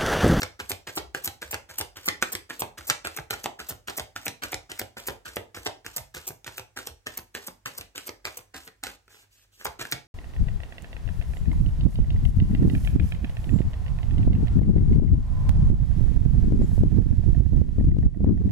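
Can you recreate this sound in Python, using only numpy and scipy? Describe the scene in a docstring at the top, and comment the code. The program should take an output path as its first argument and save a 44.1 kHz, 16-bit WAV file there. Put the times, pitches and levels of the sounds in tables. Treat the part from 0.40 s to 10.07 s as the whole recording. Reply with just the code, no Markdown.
"""A small live room, a cloth-covered table: a deck of cards is shuffled overhand, about three and a half
strokes a second. In each stroke a packet scrapes free, slides back, hisses in between the other cards
and clacks home with a soft, low thump. Near the end fingers square up the deck with a soft rub.
Two microphone ports hear the cards and their echoes over a faint bed of rumble, hiss and mains hum."""
import sys
import numpy as np
from scipy import signal
from scipy.fft import rfft, irfft, next_fast_len
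from scipy.io import wavfile
from scipy.ndimage import map_coordinates

SR = 44100
rng = np.random.default_rng(int(sys.argv[2]) if len(sys.argv) > 2 else 0)


def wrap_up_sound(samples):
    """Save the sound to the file named by the first command line argument, as 16-bit audio."""
    columns = np.atleast_2d(samples).T
    # keep every value between -1 and 1, then stretch to whole-number steps
    tamed = np.clip(columns, -1, 1)
    steps = np.round(tamed * 32767).astype(np.int16)
    wavfile.write(sys.argv[1], SR, steps)


N = 426447
T = np.arange(SR // 7) / SR  # seconds within one event

# Colours of the bed. Each row: frequency in Hz, relative level in dB.
RUMBLE_COLOUR = [(20, -22.5), (35, -1.5), (50, 5.5), (70, -20.5), (100, -7), (160, -30.5), (350, -29.5),
                 (1000, -40), (4000, -57.5)]
HISS_COLOUR = [(100, 0.5), (400, -4), (1000, -10.5), (1600, -2.5), (4000, -10.5), (8000, -9.5),
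               (12000, -19), (16000, -14.5)]
# The room's decay. Each row: frequency in Hz, seconds to fall by 60 dB.
ROOM_DECAY = [(70, 0.44), (250, 0.26), (700, 0.29), (2000, 0.2544), (3500, 0.25), (6000, 0.29),
              (10000, 0.22), (15000, 0.18)]
# The room's tone. Each row: frequency in Hz, level in dB against the direct sound.
ROOM_COLOUR = [(60, -4), (170, -5.5), (330, -3), (500, -0.5), (900, -0.5), (1500, -8.5), (2400, -5.5),
               (3100, -5.5), (3900, -7.5), (5000, -8.5), (7000, -11), (11000, -7.5), (15000, -15)]
# Echoes off the table and the wall behind the cards. Each row: frequency in Hz, share from 0 to 1.
FRONTAL_SHARE = [(80, 0.7), (300, 0.68), (900, 0), (2000, 0.31), (3700, 0), (8000, 1)]
# The cards reach the left port first. Each row: frequency in Hz, phase lead in radians.
LEFT_LEAD = [(0, 0), (340, .1), (600, 1.0), (1150, .5), (1700, 1.4), (2400, 2.5), (3600, 3.2), (5000, 3.7),
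             (6200, 5.3), (8200, 6.4), (10450, 9.4), (13000, 12.6), (15600, 15.7)]
# Moving hands bend the path to the ports. Each row: frequency in Hz, scatter of the lead in radians.
LEAD_SCATTER = [(200, .05), (600, 1.4), (1300, 0.2), (2400, 1.3), (3700, 1.55), (5200, 1.8), (8000, 0.1),
                (15000, .3)]
# The microphone's bass roll-off. Each row: frequency in Hz, gain in dB.
MIC_LOW_CUT = [(20, -15.5), (33, -12.5), (46, 0)]
# Balance of the ports. Each row: frequency in Hz, left minus right in dB.
MIC_BALANCE = [(100, -2), (1500, -1.5), (5000, -.8), (14000, -.1)]

# Colours of paper rubbing on paper. Each row: frequency in Hz, relative level in dB.
SCRAPE_COLOUR = [(60, -27.5), (160, -10), (330, -1), (750, -5.5), (1080, -8), (1600, 3), (2100, -4.5),
                 (3000, -8.5), (5000, -12.5), (15000, -38)]
EDGE_COLOUR = [(800, -38), (2500, 2), (4500, 0.5), (7000, 1), (10000, -4), (15500, -3.5)]
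SLIDE_COLOUR = [(150, -13), (450, -5), (1500, 0.5), (3500, 0), (7000, -1.5), (11000, -6.5), (15500, -6)]
SWISH_COLOUR = [(60, -20.5), (150, -12), (500, -2), (1300, -11), (2400, -6), (3800, -9.5), (5500, -2.5),
                (7500, -0.5), (11000, 1), (15500, 6.5)]
SETTLE_COLOUR = [(60, -28.5), (160, -6.5), (380, 1.5), (800, -3), (1500, -1), (3000, -6.5), (6000, -9),
                 (10000, -23.5), (15000, -28.5)]
# Colours of a clack in the stack, faces and edge. Each row: frequency in Hz, relative level in dB.
KNOCK_COLOUR = [(40, -21.5), (130, -11.5), (250, 0), (430, 3), (600, -3.5), (850, 3), (1200, -15),
                (3000, -35)]
CRACK_COLOUR = [(100, -53), (500, -12), (900, -14), (1400, 3.5), (2400, 1), (3600, -6), (6000, -25)]
SNAP_COLOUR = [(300, -43), (1500, -13), (3600, 4.5), (6000, 2), (8500, -0.5), (11000, -5), (15500, -6.5)]
# Fingers square up the deck. Each row: start in seconds, length in seconds, rub in dB, edge hiss in dB.
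SQUARING_RUBS = [(8.681, 0.14, -61.5, -58), (8.897, 0.14, -73, -63), (9.11, 0.22, -69.5, -61.5),
                 (9.179, 0.039, -54.5, -49.5)]
# A packet is drawn out. Each row: start in seconds, scrape level in dB, scrape length in seconds.
PACKET_DRAWS = [(0.193, -37, 0.013), (0.47, -37.5, 0.022), (0.744, -43, 0.032), (1.015, -40.5, 0.018),
                (1.29, -44.5, 0.02), (1.557, -43.5, 0.024), (1.812, -44.5, 0.015), (2.093, -46.5, 0.046),
                (2.375, -40, 0.011), (2.643, -37, 0.021), (2.902, -35.5, .032), (3.188, -41.5, 0.025),
                (3.473, -38, 0.031), (3.756, -42, 0.019), (4.021, -37, 0.031), (4.293, -43.5, 0.024),
                (4.567, -45.5, .032), (4.851, -42.5, .035), (5.145, -41, 0.031), (5.446, -44.5, 0.012),
                (5.742, -40.5, 0.038), (6.064, -38.5, 0.018), (6.362, -42.5, 0.038), (6.66, -38.5, .015),
                (6.943, -43, .036), (7.255, -37, 0.023), (7.55, -47, .039), (7.845, -42.5, .035),
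                (8.14, -43, .038), (8.431, -42.5, 0.062), (9.391, -37, .031)]
# A packet drops in. Each row: start in seconds, swish in dB, swish length in seconds, rustle in dB.
PACKET_DROPS = [(-0.001, -28.5, 0.016, -31.5), (0.291, -23.5, 0.018, -37), (0.553, -28.5, 0.018, -32),
                (0.837, -25.5, 0.028, -41.5), (1.106, -29, 0.023, -31), (1.38, -22.5, 0.018, -46.5),
                (1.653, -26, .022, -34), (1.918, -25, 0.017, -31), (2.192, -23.5, 0.019, -44),
                (2.468, -26.5, 0.024, -30), (2.761, -24.5, 0.013, -40.5), (3.031, -35, 0.016, -45),
                (3.285, -21, 0.018, -38), (3.566, -26.5, .017, -37.5), (3.851, -26.5, .017, -36.5),
                (4.114, -29, 0.011, -39.5), (4.388, -23.5, 0.011, -35), (4.666, -24, 0.016, -33),
                (4.955, -29, 0.012, -45.5), (5.247, -33, 0.012, -30.5), (5.56, -19, .014, -38.5),
                (5.866, -26, .026, -46.5), (6.169, -32.5, 0.018, -52), (6.462, -32, .013, -43.5),
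                (6.771, -20.5, 0.0082, -41.5), (7.065, -27.5, 0.012, -41.5), (7.373, -29.5, 0.013, -42),
                (7.662, -33.5, .018, -39.5), (7.969, -26, 0.011, -42.5), (8.243, -49, .028, -46),
                (9.243, -27, 0.016, -37.5), (9.509, -31.5, .012, -33)]
# The low thump under each drop, easing off until the pause. Each row: time in seconds, level in dB.
THUMP_LEVEL = [(0, -38), (2.3, -40.5), (4.1, -39.5), (5.5, -43), (6.1, -47), (7.4, -43.5), (7.7, -51),
               (8.3, -59), (9.2, -44), (9.6, -34)]
# Cards strike the deck. Each row: start in seconds, strength in dB, ring pitch in Hz, tilt from 0 to 1.
CARD_HITS = [(0.0322, -27, 2250, 0.72), (0.201, -33.5, 1596, .5), (0.307, -37, 655, 0),
             (0.3173, -32.5, 2740, .95), (0.474, -38.5, 1770, 0.6), (0.5734, -31.5, 784, 0.1),
             (0.5833, -37.5, 665, .95), (0.748, -27.5, 1700, 0.3), (0.8762, -31.5, 2650, .95),
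             (1.0193, -41.5, 2180, 0.8), (1.1297, -35, 2700, .05), (1.1434, -28.5, 1650, .6),
             (1.4032, -38, 573, .05), (1.4116, -29.5, 2200, 0.8), (1.6862, -20.5, 2006, .6),
             (1.8252, -18.5, 1510, .5), (1.8305, -28, 1430, 0.28), (1.9521, -31.5, 2350, .85),
             (2.1, -39, 1710, 0.7), (2.1059, -35.5, 1730, 0.2), (2.2208, -28.5, 890, 0.42),
             (2.4095, -45.5, 1450, .55), (2.4999, -18.5, 2360, 0.8), (2.6495, -33, 1470, 0.1),
             (2.6716, -31, 1380, .7), (2.7741, -36, 2620, 0.7), (2.7869, -35, 1540, 0.04),
             (2.9079, -28, 1430, .85), (2.9398, -34.5, 1440, 0.5), (3.0421, -36, 2300, .95),
             (3.059, -28, 890, 0.5), (3.2019, -38.5, 1440, 0.6), (3.311, -48, 1150, .95),
             (3.4836, -34, 1440, 0.1), (3.4982, -44, 1460, .95), (3.5838, -39.5, 2280, 0),
             (3.5971, -33, 680, 0.8), (3.7624, -34, 1380, .55), (3.8666, -32.5, 2500, .05),
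             (3.8815, -33, 2600, .95), (4.0352, -32, 1470, .65), (4.1307, -31, 2330, .05),
             (4.1437, -33, 2400, .95), (4.3174, -36.5, 2960, 0.7), (4.3953, -34.5, 2280, .95),
             (4.4157, -35, 650, 0.4), (4.5692, -42, 646, .1), (4.6853, -32.5, 615, .05),
             (4.8624, -42, 1460, 0.6), (4.9683, -31.5, 612, .05), (5.264, -35, 2170, 0.16),
             (5.273, -39, 783, .95), (5.4641, -35.5, 1630, .7), (5.566, -50.5, 2430, 0),
             (5.581, -36.5, 686, 0.8), (5.7688, -38.5, 1520, 0.5), (5.9055, -44, 666, .05),
             (6.045, -49, 2490, 1), (6.181, -37, 2600, 0.6), (6.1962, -41.5, 800, .75),
             (6.3738, -35, 1660, 0.6), (6.3886, -36.5, 1470, 0.6), (6.472, -38, 640, 1),
             (6.6691, -32, 1760, .48), (6.9504, -32.5, 1710, 0.6), (7.0804, -45, 640, .95),
             (7.26, -32.5, 1740, .48), (7.411, -40, 2660, .8), (7.5587, -41.5, 2830, 0.8),
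             (7.5794, -36.5, 2440, .9), (7.8535, -31.5, 2360, 0.7), (7.8715, -37.5, 1280, .45),
             (8.1457, -49, 1420, 0.7), (8.2772, -46, 1870, 0.7), (8.4372, -34, 1576, .95),
             (8.4686, -35, 1520, .6), (8.68, -56, 1390, 0.4), (9.2548, -30, 920, .25),
             (9.414, -34.5, 1400, 0.7), (9.4527, -39, 1670, 0.4), (9.523, -26.5, 2340, 0.7),
             (9.5275, -33, 2300, 1)]
# A clack's mix, from flat (tilt 0) to corner first (1). Each row: tilt, then ring, knock, crack and
# snap in dB against the hit's strength.
TILT_MIX = [(0, -2.5, -1, -0.5, -12.5), (0.499, 1.5, -10.5, -1, -4), (1, -11, -5, -2, 5.5)]
# Low rings involve the whole stack, which the palm chokes sooner. Each row: pitch in Hz, decay in seconds.
RING_DECAY = [(700, .00074), (1600, .0025), (2600, .00092)]


def amp(db):
    """Decibels to gain."""
    return 10 ** (np.asarray(db) / 20)


def unit(x):
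    """Scale to rms 1."""
    return x / np.sqrt(np.mean(x ** 2) + 1e-20)


def along(points, hz):
    """Read a curve on a log frequency axis."""
    freqs, values = np.transpose(points)
    return np.interp(np.log(hz + 1), np.log(freqs + 1), values)


def filtered(x, response):
    """Shape x with a gain that depends on frequency."""
    n = x.shape[-1]
    padded = next_fast_len(n + 1024, True)
    return irfft(rfft(x, padded) * response(np.fft.rfftfreq(padded, 1 / SR)), padded)[..., :n]


def coloured(noise, colour):
    """Give noise a colour, at rms 1."""
    return unit(filtered(noise, lambda hz: amp(along(colour, hz))))


def minimum_phase(colour, size=2048):
    """A filter response for a colour that keeps the attack sharp."""
    cepstrum = irfft(np.log(amp(along(colour, np.fft.rfftfreq(size, 1 / SR)))))
    fold = 1 + np.sign(size // 2 - np.arange(size))
    return np.exp(rfft(cepstrum * fold))


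def add(track, start_s, sound):
    """Mix a sound into the track."""
    start = max(round(start_s * SR), 0)
    part = track[start:start + len(sound)]
    part += sound[:len(part)]


def background(rumble_db, hiss_db, hum_db):
    """The bed: low room rumble, faint microphone hiss and a trace of mains hum."""
    rumble = coloured(rng.standard_normal(N), RUMBLE_COLOUR)
    hiss = coloured(rng.standard_normal((2, N)), HISS_COLOUR)
    hum = unit(np.sin(2 * np.pi * 100 * np.arange(N) / SR))
    return amp(rumble_db) * rumble + amp(hiss_db) * hiss + amp(hum_db) * hum


def toward_cards(hz):
    """Phase at the left and right port of a sound from the direction of the cards."""
    lead = np.interp(hz, *np.transpose(LEFT_LEAD))
    return np.exp(1j * lead * np.array([[.5], [-.5]]))


def room_tail():
    """A short stereo tail: some echoes come from the cards' direction, the rest are diffuse."""
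    hz, t, tails = signal.stft(rng.standard_normal((3, SR // 3)), SR, nperseg=256)
    tails = tails * amp(-60 * t / along(ROOM_DECAY, hz)[:, None]) * (1 - np.exp(-t / .0003))
    tails /= np.sqrt(np.mean(abs(tails) ** 2, axis=(0, 2)))[:, None]  # equal energy in every band
    diffuse, frontal = tails[:2], tails[2]
    share = along(FRONTAL_SHARE, hz)[:, None]
    pair = diffuse * np.sqrt(1 - share) + frontal * np.sqrt(share) * toward_cards(hz)[..., None]
    pair *= amp(along(ROOM_COLOUR, hz))[:, None]
    return signal.istft(pair, nperseg=256)[1] / np.linalg.norm(signal.istft(frontal, nperseg=256)[1])


def room_echoes(cards, patterns=24):
    """The hands keep moving, so the pattern of echoes changes as they go."""
    out = np.zeros((2, N))
    for span in np.array_split(np.arange(N), patterns):
        echoes = signal.fftconvolve(cards[span][None], room_tail(), axes=1)
        for port, echo in zip(out, echoes):
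            add(port, span[0] / SR, echo)
    return out


def direct_path(cards, grain_hz=1500, grain_s=.06):
    """The straight path to the ports; the stereo image wavers as the hands move around the cards."""
    hz, t, spectrum = signal.stft(cards, SR, nperseg=512)
    grid = np.meshgrid(hz / grain_hz, t / grain_s, indexing="ij")
    drift = map_coordinates(rng.standard_normal((64, 512)), grid, mode="mirror")
    waver = np.exp(.5j * along(LEAD_SCATTER, hz)[:, None] * drift)
    ports = toward_cards(hz)[..., None] * np.array([waver, waver.conj()])
    return signal.istft(spectrum * ports, nperseg=512)[1][:, :N]


def friction(colour, grain_db, rate_hz, size=len(T)):
    """Paper sticks and slips: grainy noise whose level takes a new value rate_hz times a second."""
    samples = np.arange(size)
    grip = np.interp(samples * rate_hz / SR, samples, rng.standard_normal(size))
    return coloured(rng.standard_normal(size) * amp(grain_db * grip), colour)


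def stroke(length_s, rise_s, release_s, t=T):
    """Envelope of a contact that builds up, holds and lets go."""
    return (1 - np.exp(-(t / rise_s) ** 2)) * np.exp(-np.maximum(t - length_s, 0) / release_s)


def thump(start_hz, end_hz, glide_s, swell_s):
    """A soft, low thump with each stroke, sinking in pitch and uneven from stroke to stroke."""
    waver = np.interp(T, np.linspace(0, T[-1], 30), rng.normal(0, .25, 30))
    hz = (end_hz + (start_hz - end_hz) * np.exp(-T / glide_s)) * np.exp(waver)
    age = T / (swell_s * np.exp(rng.normal(0, .32)))
    swell = age * np.exp((1 - age ** 3) / 3)  # peaks at age 1
    return np.sin(2 * np.pi * (np.cumsum(hz) / SR + rng.random())) * swell


def unit_hit(x, contact_s=.006):
    """Give a hit the energy of rms 1 held for one contact."""
    return x / np.sqrt(np.sum(x ** 2) / (contact_s * SR))


def burst(response, impact_db, chatter_s, rattle_db, rattle_s, size=2048):
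    """One sharp impact and a brief chatter, then the weaker rattle of neighbouring cards."""
    t = T[:size]
    envelope = np.exp(-t / chatter_s) + amp(rattle_db) * np.exp(-t / rattle_s)
    force = rng.choice([-1, 1], size) * envelope
    return unit_hit(irfft((amp(impact_db) + rfft(force)) * response))


def deck_squaring():
    """Fingers rub the edges of the deck straight, catching on single cards."""
    out = np.zeros(N)
    t = np.arange(SR // 4) / SR
    for start, length, rub_db, hiss_db in SQUARING_RUBS:
        rub = amp(rub_db) * friction(SCRAPE_COLOUR, grain_db=9.5, rate_hz=230, size=len(t))
        hiss = amp(hiss_db) * friction(EDGE_COLOUR, grain_db=1.5, rate_hz=200, size=len(t))
        add(out, start, (rub + hiss) * stroke(length, rise_s=.018, release_s=.022, t=t))
    return out


def packet_draws(edge_db=-3.5, thump_db=-8, slide_db=-52, longest_slide_s=.12):
    """A packet's edges scrape free with a low thump, and its face glides back over the deck."""
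    out = np.zeros(N)
    drop_times = np.array(PACKET_DROPS)[:, 0]
    for start, scrape_db, length in PACKET_DRAWS:
        scrape = friction(SCRAPE_COLOUR, grain_db=5, rate_hz=350)
        edge = amp(edge_db) * friction(EDGE_COLOUR, grain_db=5.5, rate_hz=310)
        pull = stroke(length + .005, rise_s=.0049, release_s=.0074)
        add(out, start - .003, amp(scrape_db) * (scrape + edge) * pull)
        next_drop = drop_times[np.argmax(drop_times > start)]
        travel_s = min(next_drop - start, longest_slide_s)
        slide = amp(slide_db) * friction(SLIDE_COLOUR, grain_db=4, rate_hz=250)
        add(out, start, slide * stroke(travel_s, rise_s=.0037, release_s=.0049))
        low_end = thump(start_hz=232, end_hz=62.7, glide_s=.016, swell_s=.027)
        add(out, start, amp(scrape_db + thump_db) * low_end)
    return out


def packet_drops():
    """The packet hisses in between the cards, then settles with a rustle and a low thump."""
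    out = np.zeros(N)
    for start, swish_db, length, rustle_db in PACKET_DROPS:
        swish = amp(swish_db) * friction(SWISH_COLOUR, grain_db=4.8, rate_hz=680)
        add(out, start - .0005, swish * stroke(length - .002, rise_s=.0039, release_s=.0026))
        seated = start + length
        rustle = amp(rustle_db) * friction(SETTLE_COLOUR, grain_db=9, rate_hz=350)
        add(out, seated - .004, rustle * stroke(.016, rise_s=.0042, release_s=.008))
        thump_db = np.interp(start, *np.transpose(THUMP_LEVEL))
        add(out, seated, amp(thump_db) * thump(start_hz=243.2, end_hz=50.7, glide_s=.016, swell_s=.024))
    return out


def card_clacks(hard_db=-27.5):
    """Each hit rings the bent cards, knocks the stack, cracks across the faces and snaps at the edge."""
    out = np.zeros(N)
    stack, faces, edge = map(minimum_phase, (KNOCK_COLOUR, CRACK_COLOUR, SNAP_COLOUR))
    t = T[:SR // 40]
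    tilts, *layers_db = np.transpose(TILT_MIX)
    for start, strength_db, ring_hz, tilt in CARD_HITS:
        ring_db, knock_db, crack_db, snap_db = (strength_db + np.interp(tilt, tilts, db) for db in layers_db)
        knock_db -= max(strength_db - hard_db, 0)  # harder hits are too brief to move the stack further
        ring = unit_hit(np.sin(2 * np.pi * ring_hz * t) * np.exp(-t / along(RING_DECAY, ring_hz)))
        knock = burst(stack, impact_db=12, chatter_s=.00023, rattle_db=-11, rattle_s=.0065)
        crack = burst(faces, impact_db=10.5, chatter_s=.00064, rattle_db=-8, rattle_s=.0056)
        snap = burst(edge, impact_db=7, chatter_s=.001, rattle_db=-13.5, rattle_s=.0073)
        add(out, start, amp(ring_db) * ring)
        add(out, start, amp(knock_db) * knock + amp(crack_db) * crack)
        add(out, start - .0003, amp(snap_db) * snap)
    return out


def scene():
    """The cards reach the two ports directly and by way of the room, over the quiet bed."""
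    cards = packet_draws() + packet_drops() + card_clacks() + deck_squaring()
    return direct_path(cards) + room_echoes(cards) + background(rumble_db=-68, hiss_db=-73, hum_db=-73)


def record(dry):
    """The microphone rounds the highest peaks, drops the deepest bass and very top, and leans right."""
    def response(hz, top_hz=15800):
        balance_db = along(MIC_BALANCE, hz) * np.array([[.5], [-.5]])
        return amp(along(MIC_LOW_CUT, hz) + balance_db) * (hz < top_hz)

    rounded = dry / (1 + (dry / .8) ** 4) ** .25
    return filtered(rounded, response)


dry = scene()
out = record(dry)
wrap_up_sound(out)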